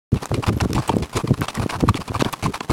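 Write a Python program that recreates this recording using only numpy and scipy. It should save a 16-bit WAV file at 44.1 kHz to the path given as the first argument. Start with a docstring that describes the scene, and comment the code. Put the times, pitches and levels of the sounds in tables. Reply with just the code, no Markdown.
"""Horses on a gravel road

A horse gaits quickly along, heard from the saddle, with a second horse close by.
Each hoof gives a short hollow clop, crunches into the gravel and flicks stones against each other.
Loose gravel ticks between the steps and the metal fittings of the tack jingle faintly.
Wind buffets the microphone in lumps as the rider bounces."""
import sys
import numpy as np
from scipy import signal
from scipy.fft import rfft, irfft
from scipy.io import wavfile

SR = 44100
rng = np.random.default_rng(int(sys.argv[2]) if len(sys.argv) > 2 else 0)


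def output_pcm(signal):
    """Save a mono or channel-first signal as 16-bit PCM at the path in sys.argv[1].

    Samples are clipped to [-1, 1] before scaling.
    """
    pcm = np.clip(np.atleast_2d(signal).T, -1, 1) * 32767
    wavfile.write(sys.argv[1], SR, np.round(pcm).astype(np.int16))


N = 119952
START_S, BAND_LIMIT_HZ = 0.119, 16200


def amp(db):
    """Decibels to gain."""
    return 10 ** (np.asarray(db) / 20)


def unit_rms(x):
    """Scales to rms 1."""
    return x / np.sqrt(np.mean(x ** 2) + 1e-20)


def add(mix, start_s, sound):
    """Mixes a sound in at a time."""
    part = mix[max(round(start_s * SR), 0):][:len(sound)]
    part += sound[:len(part)]


def coloured(x, spectrum, uneven_db=0., size=8192, bump_count=40):
    """Minimum-phase filter with the given spectrum, plus optional random peaks and dips."""
    hz, db = np.transpose(spectrum)
    log_hz = np.log(np.fft.rfftfreq(size, 1 / SR) + 1)
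    bump_log_hz = np.linspace(log_hz[size // 64], log_hz[-1], bump_count)
    bumps = np.interp(log_hz, bump_log_hz, rng.standard_normal(bump_count))
    gain_db = np.interp(log_hz, np.log(hz + 1), db) + uneven_db * bumps
    cepstrum = irfft(np.log(amp(gain_db)))
    cepstrum[1:size // 2] *= 2
    cepstrum[size // 2 + 1:] = 0
    impulse = irfft(np.exp(rfft(cepstrum)))[:size // 2]
    return signal.fftconvolve(x, impulse)[:len(x)]


def grains(n, per_s, spread_db):
    """Random clicks, most small and a few large."""
    sizes = amp(spread_db * np.minimum(rng.exponential(1, n), 4))
    return sizes * rng.choice([-1., 1.], n) * (rng.random(n) < per_s / SR)


def envelope(length_s, rise_s, fall_s, size=8192):
    """Linear rise, hold, exponential release."""
    t = np.arange(size) / SR
    return np.minimum(t / rise_s, 1) * np.exp(-np.maximum(t - length_s, 0) / fall_s)


def levelled(x, env, level_db):
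    """Gives a burst the energy of its envelope held at a level."""
    return amp(level_db) * x * np.sqrt(np.sum(env ** 2) / (np.sum(x ** 2) + 1e-20))


# Fine gravel: freq_hz, gain_db
GRIT_SPECTRUM = [(30, -11), (130, 7.5), (600, -2), (1050, 0.5), (1600, -6.5), (5000, -13), (10500, -18.5),
                 (16000, -29)]


def grit(level_db=-40.5, swell_db=4):
    """Loose gravel ticks throughout, its level fluttering."""
    t = np.arange(N) / SR
    swell = unit_rms(sum(np.sin(2 * np.pi * (hz * t + rng.random())) for hz in np.geomspace(12, 110, 24)))
    ticks = grains(N, per_s=7000, spread_db=3) * amp(swell_db * swell)
    return amp(level_db) * unit_rms(coloured(ticks, GRIT_SPECTRUM))


# Tack fittings: start_s, peak_db, pitch_hz
JINGLES = [(.558, -39, 11700), (1.566, -50, 13620), (1.592, -44, 10950)]


def tack(t60_s=0.16, rattle_db=-66, rattle_hz=10860):
    """Metal fittings shake briefly and ring on a thin, high note; one rattles faintly all the way."""
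    out, t = np.zeros(N), np.arange(SR // 2) / SR
    decay = np.exp(-np.log(1000) * t / t60_s)
    shake_env = envelope(length_s=0.02, rise_s=0.01, fall_s=0.01)
    for start_s, peak_db, pitch_hz in JINGLES:
        shake = shake_env * rng.standard_normal(len(shake_env))
        ring = signal.fftconvolve(shake, decay * np.sin(2 * np.pi * pitch_hz * t))
        add(out, start_s, amp(peak_db) * ring / abs(ring).max())
    taps = grains(N, per_s=15, spread_db=3)
    rattle = signal.oaconvolve(taps, decay * np.sin(2 * np.pi * rattle_hz * t))[:N]
    return out + amp(rattle_db) * unit_rms(rattle)


# Wind in the microphone port: freq_hz, gain_db
RUMBLE_SPECTRUM = [(20, -29.5), (70, -2.5), (115, 0.5), (200, -6.5), (300, -12), (500, -27.5),
                   (3000, -88.5)]
FLUTTER_SPECTRUM = [(50, -32.5), (300, -5.5), (450, -8.5), (650, -22.5), (3000, -76.5)]
# Wind lumps: time_s, length_s, rumble_db, flutter_over_rumble_db
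GUSTS = [(0.123,0.048,-18.5,-12), (.227,0.0047,-34,10.5), (.31,0.048,-20,-7), (0.371,0.029,-20.5,-3),
         (.479,0.03,-14.5,-10.5), (.516,0.036,-20.5,-22), (.566,0.014,-19.5,-7.5),
         (0.614,0.055,-18.5,-14.5), (0.696,0.042,-23,-9.5), (0.751,0.053,-18,-18), (0.887,0.031,-25.5,-2.5),
         (0.93,0.071,-24.5,-4), (1.004,0.036,-23,-5.5), (1.153,0.027,-21.5,-1), (1.239,0.014,-18.5,-3.5),
         (1.281,0.062,-20.5,-12), (1.382,.05,-25.5,-6), (1.575,0.069,-21.5,-9.5), (1.753,0.073,-30.5,-9),
         (1.826,0.022,-16,-6), (1.874,0.04,-13.5,-16), (1.948,0.0063,-20,0.5), (1.988,0.021,-26,-7.5),
         (2.101,0.011,-20,-9.5), (2.159,0.0097,-19.5,-28), (2.198,0.017,-21.5,-22), (2.255,0.0097,-17.5,-7),
         (2.43,0.077,-22,-9.5), (2.698,0.017,-14.5,-4.5)]


def wind_gusts(rise_s=0.00712, fall_s=0.0064):
    """Wind hits the microphone in lumps of low rumble and higher flutter."""
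    out = np.zeros(N)
    for time_s, length_s, rumble_db, flutter_over_rumble_db in GUSTS:
        env = envelope(length_s, rise_s, fall_s)
        rumble = coloured(env * rng.standard_normal(len(env)), RUMBLE_SPECTRUM)
        flutter = coloured(env * rng.standard_normal(len(env)), FLUTTER_SPECTRUM)
        add(out, time_s - rise_s, levelled(rumble, env, rumble_db))
        add(out, time_s - rise_s / 2, levelled(flutter, env, rumble_db + flutter_over_rumble_db))
    return out


# Eddies on the microphone: centre_s, peak_db, pitch_hz
EDDY_POPS = [(0.13,-5.5,175), (.3163,-8.5,694), (0.502,-9,284), (0.658,-9.5,315), (0.901,-6,430),
             (.94,-6,320), (0.968,-2.5,338), (1.309,-6,327), (1.317,-3.5,197), (1.419,-8.5,230),
             (1.662,-8.5,330), (1.838,-4,370), (2.119,-16.5,705), (2.2237,-2,396), (2.61,-17,420)]


def eddy_pops(highpass_ratio=0.58, size=2048):
    """A single eddy pops: a pressure spike and its slower rebound."""
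    out, t = np.zeros(N), (np.arange(size) - size // 2) / SR
    for centre_s, peak_db, pitch_hz in EDDY_POPS:
        spike = 1 / np.cosh(2 * np.pi * pitch_hz * t)
        pop = signal.lfilter(*signal.butter(2, pitch_hz * highpass_ratio, "high", fs=SR), spike)
        add(out, centre_s + t[0], amp(peak_db) * pop / abs(pop).max())
    return out


# Stone on stone: freq_hz, gain_db
STONE_SPECTRUM = [(100, -2.5), (1200, 7), (4500, -9), (10000, -6), (16000, -4.5)]
# Stones under the shoes: start_s, length_s, peak_db, pitch_hz
STONE_SNAPS = [(.2295,0.0016,-20.5,4600), (.2565,0.00064,-12.5,6100), (.4395,0.00064,-10.5,2310),
               (0.602,0.0068,-15,2800), (0.61,0.0038,-14,5770), (0.7312,0.0016,-15,5830),
               (0.877,0.006,-18.5,7500), (0.8932,0.0022,-11,3480), (0.967,.001,-21.5,8200),
               (1.167,0.0072,-15,5800), (1.409,.002,-19.5,8660), (1.417,0.0009,-10.5,1780),
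               (1.4822,0.0053,-12,3400), (1.551,.001,-16,5800), (1.696,0.0035,-14.5,2370),
               (1.9438,0.00039,-15,3320), (2.078,.0007,-23,4300), (2.205,0.0048,-13,4270),
               (2.219,0.0017,-11.5,3950), (2.247,0.0012,-12,2870), (2.327,0.0011,-16.5,8200),
               (2.453,0.0016,-16.5,4570), (2.543,0.0029,-14.5,4100), (2.606,0.0022,-14,2480)]


def stone_snaps(ring_db=8.5, ring_q=3.6, lowpass_ratio=1.72, size=1024):
    """Stones crack and scrape together, each ringing briefly and dulling above its pitch."""
    out = np.zeros(N)
    for start_s, length_s, peak_db, pitch_hz in STONE_SNAPS:
        env = envelope(length_s, rise_s=1 / SR, fall_s=0.0012, size=size)
        crack = coloured(env * rng.standard_normal(size), STONE_SPECTRUM, uneven_db=3.5)
        ring = amp(ring_db) * signal.lfilter(*signal.iirpeak(pitch_hz, ring_q, SR), crack)
        cutoff_hz = min(pitch_hz * lowpass_ratio, BAND_LIMIT_HZ)
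        snap = signal.lfilter(*signal.butter(2, cutoff_hz, fs=SR), crack + ring)
        add(out, start_s, amp(peak_db) * snap / abs(snap).max())
    return out


# Crushed gravel: freq_hz, gain_db
GRAVEL_SPECTRUM = [(100, -28), (1600, 0), (2400, 3.5), (3200, -5), (4600, -5), (6500, -12.5), (10000, -13),
                   (16000, -33.5)]
# Hollow of the hoof: freq_hz, gain_db
HOLLOW_SPECTRUM = [(100, -6.5), (500, -10), (950, -3), (1150, -2), (1350, -7.5), (1700, -10), (4000, -44)]
# Hooves grinding into gravel: start_s, length_s, crunch_db, hollow_db
HOOF_SCUFFS = [(0.156,0.021,-37.5,-35.5), (0.218,0.024,-36,-30), (0.337,0.012,-26,-24),
               (0.423,0.018,-33.5,-26), (0.463,0.028,-27,-23), (.601,0.014,-28,-23), (0.624,0.028,-40,-29),
               (0.745,0.02,-29.5,-31), (0.773,0.027,-34.5,-26.5), (0.819,0.043,-39,-33),
               (0.876,0.027,-33.5,-34), (0.913,0.022,-37,-32), (1.02,0.026,-32.5,-31.5),
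               (1.127,0.026,-35.5,-33.5), (1.152,0.027,-26.5,-25.5), (1.187,0.022,-35.5,-26.5),
               (1.272,0.0064,-29.5,-27.5), (1.336,0.01,-34.5,-26.5), (1.414,0.034,-32.5,-27.5),
               (1.482,0.02,-31,-32), (1.542,0.044,-38.5,-32), (1.593,0.008,-32,-25.5),
               (1.615,0.023,-33,-27), (1.691,0.019,-27,-27), (1.722,0.041,-36,-25.5),
               (1.802,0.0073,-29,-24.5), (1.879,0.015,-25,-22), (1.952,0.021,-29,-30),
               (2.001,0.022,-35.5,-29.5), (2.079,0.0041,-28.5,-24), (2.141,0.025,-31.5,-25),
               (2.193,0.025,-26.5,-25.5), (2.244,0.05,-38,-27.5), (2.327,0.011,-26,-24),
               (2.424,0.044,-29,-27.5), (2.535,0.029,-31.5,-27.5), (2.694,0.044,-29,-24)]


def hoof_scuffs(clump_db=2, clump_s=0.0033, stone_count=5):
    """A hoof crushes clumps of grains; the same grinding rings its hollow."""
    out = np.zeros(N)
    for start_s, length_s, crunch_db, hollow_db in HOOF_SCUFFS:
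        env = envelope(length_s, rise_s=0.0034, fall_s=0.0051)
        n = len(env)
        clumps = np.interp(np.arange(n) / SR / clump_s, np.arange(n), rng.standard_normal(n))
        clicks = env * amp(clump_db * clumps) * grains(n, per_s=5000, spread_db=5)
        # Each click falls on one of several differently coloured stones.
        stone = rng.integers(0, stone_count, n)
        crunch = sum(coloured(clicks * (stone == k), GRAVEL_SPECTRUM, uneven_db=4)
                     for k in range(stone_count))
        hollow = coloured(clicks, HOLLOW_SPECTRUM, uneven_db=-1)
        add(out, start_s, levelled(crunch, env, crunch_db))
        add(out, start_s, levelled(hollow, env, hollow_db))
    return out


# Hoof wall modes: pitch_ratio, gain_db
HOOF_MODES = [(1, -6.5), (.82, -16.5), (1.17, -18.5), (2.05, -33)]
# Hooves knocking on the road and larger stones: start_s, peak_db, pitch_hz
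HOOF_CLOPS = [(0.438,-21,1190), (0.49,-18,1190), (.764,-18,816), (0.78,-11.5,1073), (0.8929,-8,900),
              (1.171,-14,1050), (1.483,-17.5,1187), (1.572,-21,1850), (1.888,-3,1142), (2.15,-11,1093),
              (2.336,-17,1078), (2.46,-10.5,1030), (2.607,-17.5,1010), (2.698,-13.5,1050)]


def hoof_clops(rise_s=0.00076, t60_s=0.028, sag_fraction=0.081, sag_s=0.003):
    """The hoof wall rings briefly as it lands, its pitch sagging under the weight."""
    out, t = np.zeros(N), np.arange(4096) / SR
    env = (1 - np.exp(-(t / rise_s) ** 2)) * np.exp(-np.log(1000) * t / t60_s)
    sag = 1 + sag_fraction * np.exp(-t / sag_s)
    for start_s, peak_db, pitch_hz in HOOF_CLOPS:
        cycles = np.cumsum(pitch_hz * sag) / SR
        ring = env * sum(amp(gain_db) * np.sin(2 * np.pi * (pitch_ratio * cycles + rng.random()))
                         for pitch_ratio, gain_db in HOOF_MODES)
        add(out, start_s, amp(peak_db) * ring / abs(ring).max())
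    return out


def scene():
    """Gravel, tack, wind and hooves in mono."""
    background = grit() + tack() + wind_gusts() + eddy_pops()
    return (background + stone_snaps() + hoof_scuffs() + hoof_clops())[None]


def record(dry):
    """Soft overload, a short opening silence, then the band limit."""
    clipped = np.tanh(dry) * (np.arange(N) / SR >= START_S)
    lowpass = signal.firwin(511, BAND_LIMIT_HZ, window=("kaiser", 9), fs=SR)
    return signal.oaconvolve(clipped, lowpass[None], "same")


dry = scene()
out = record(dry)
output_pcm(out)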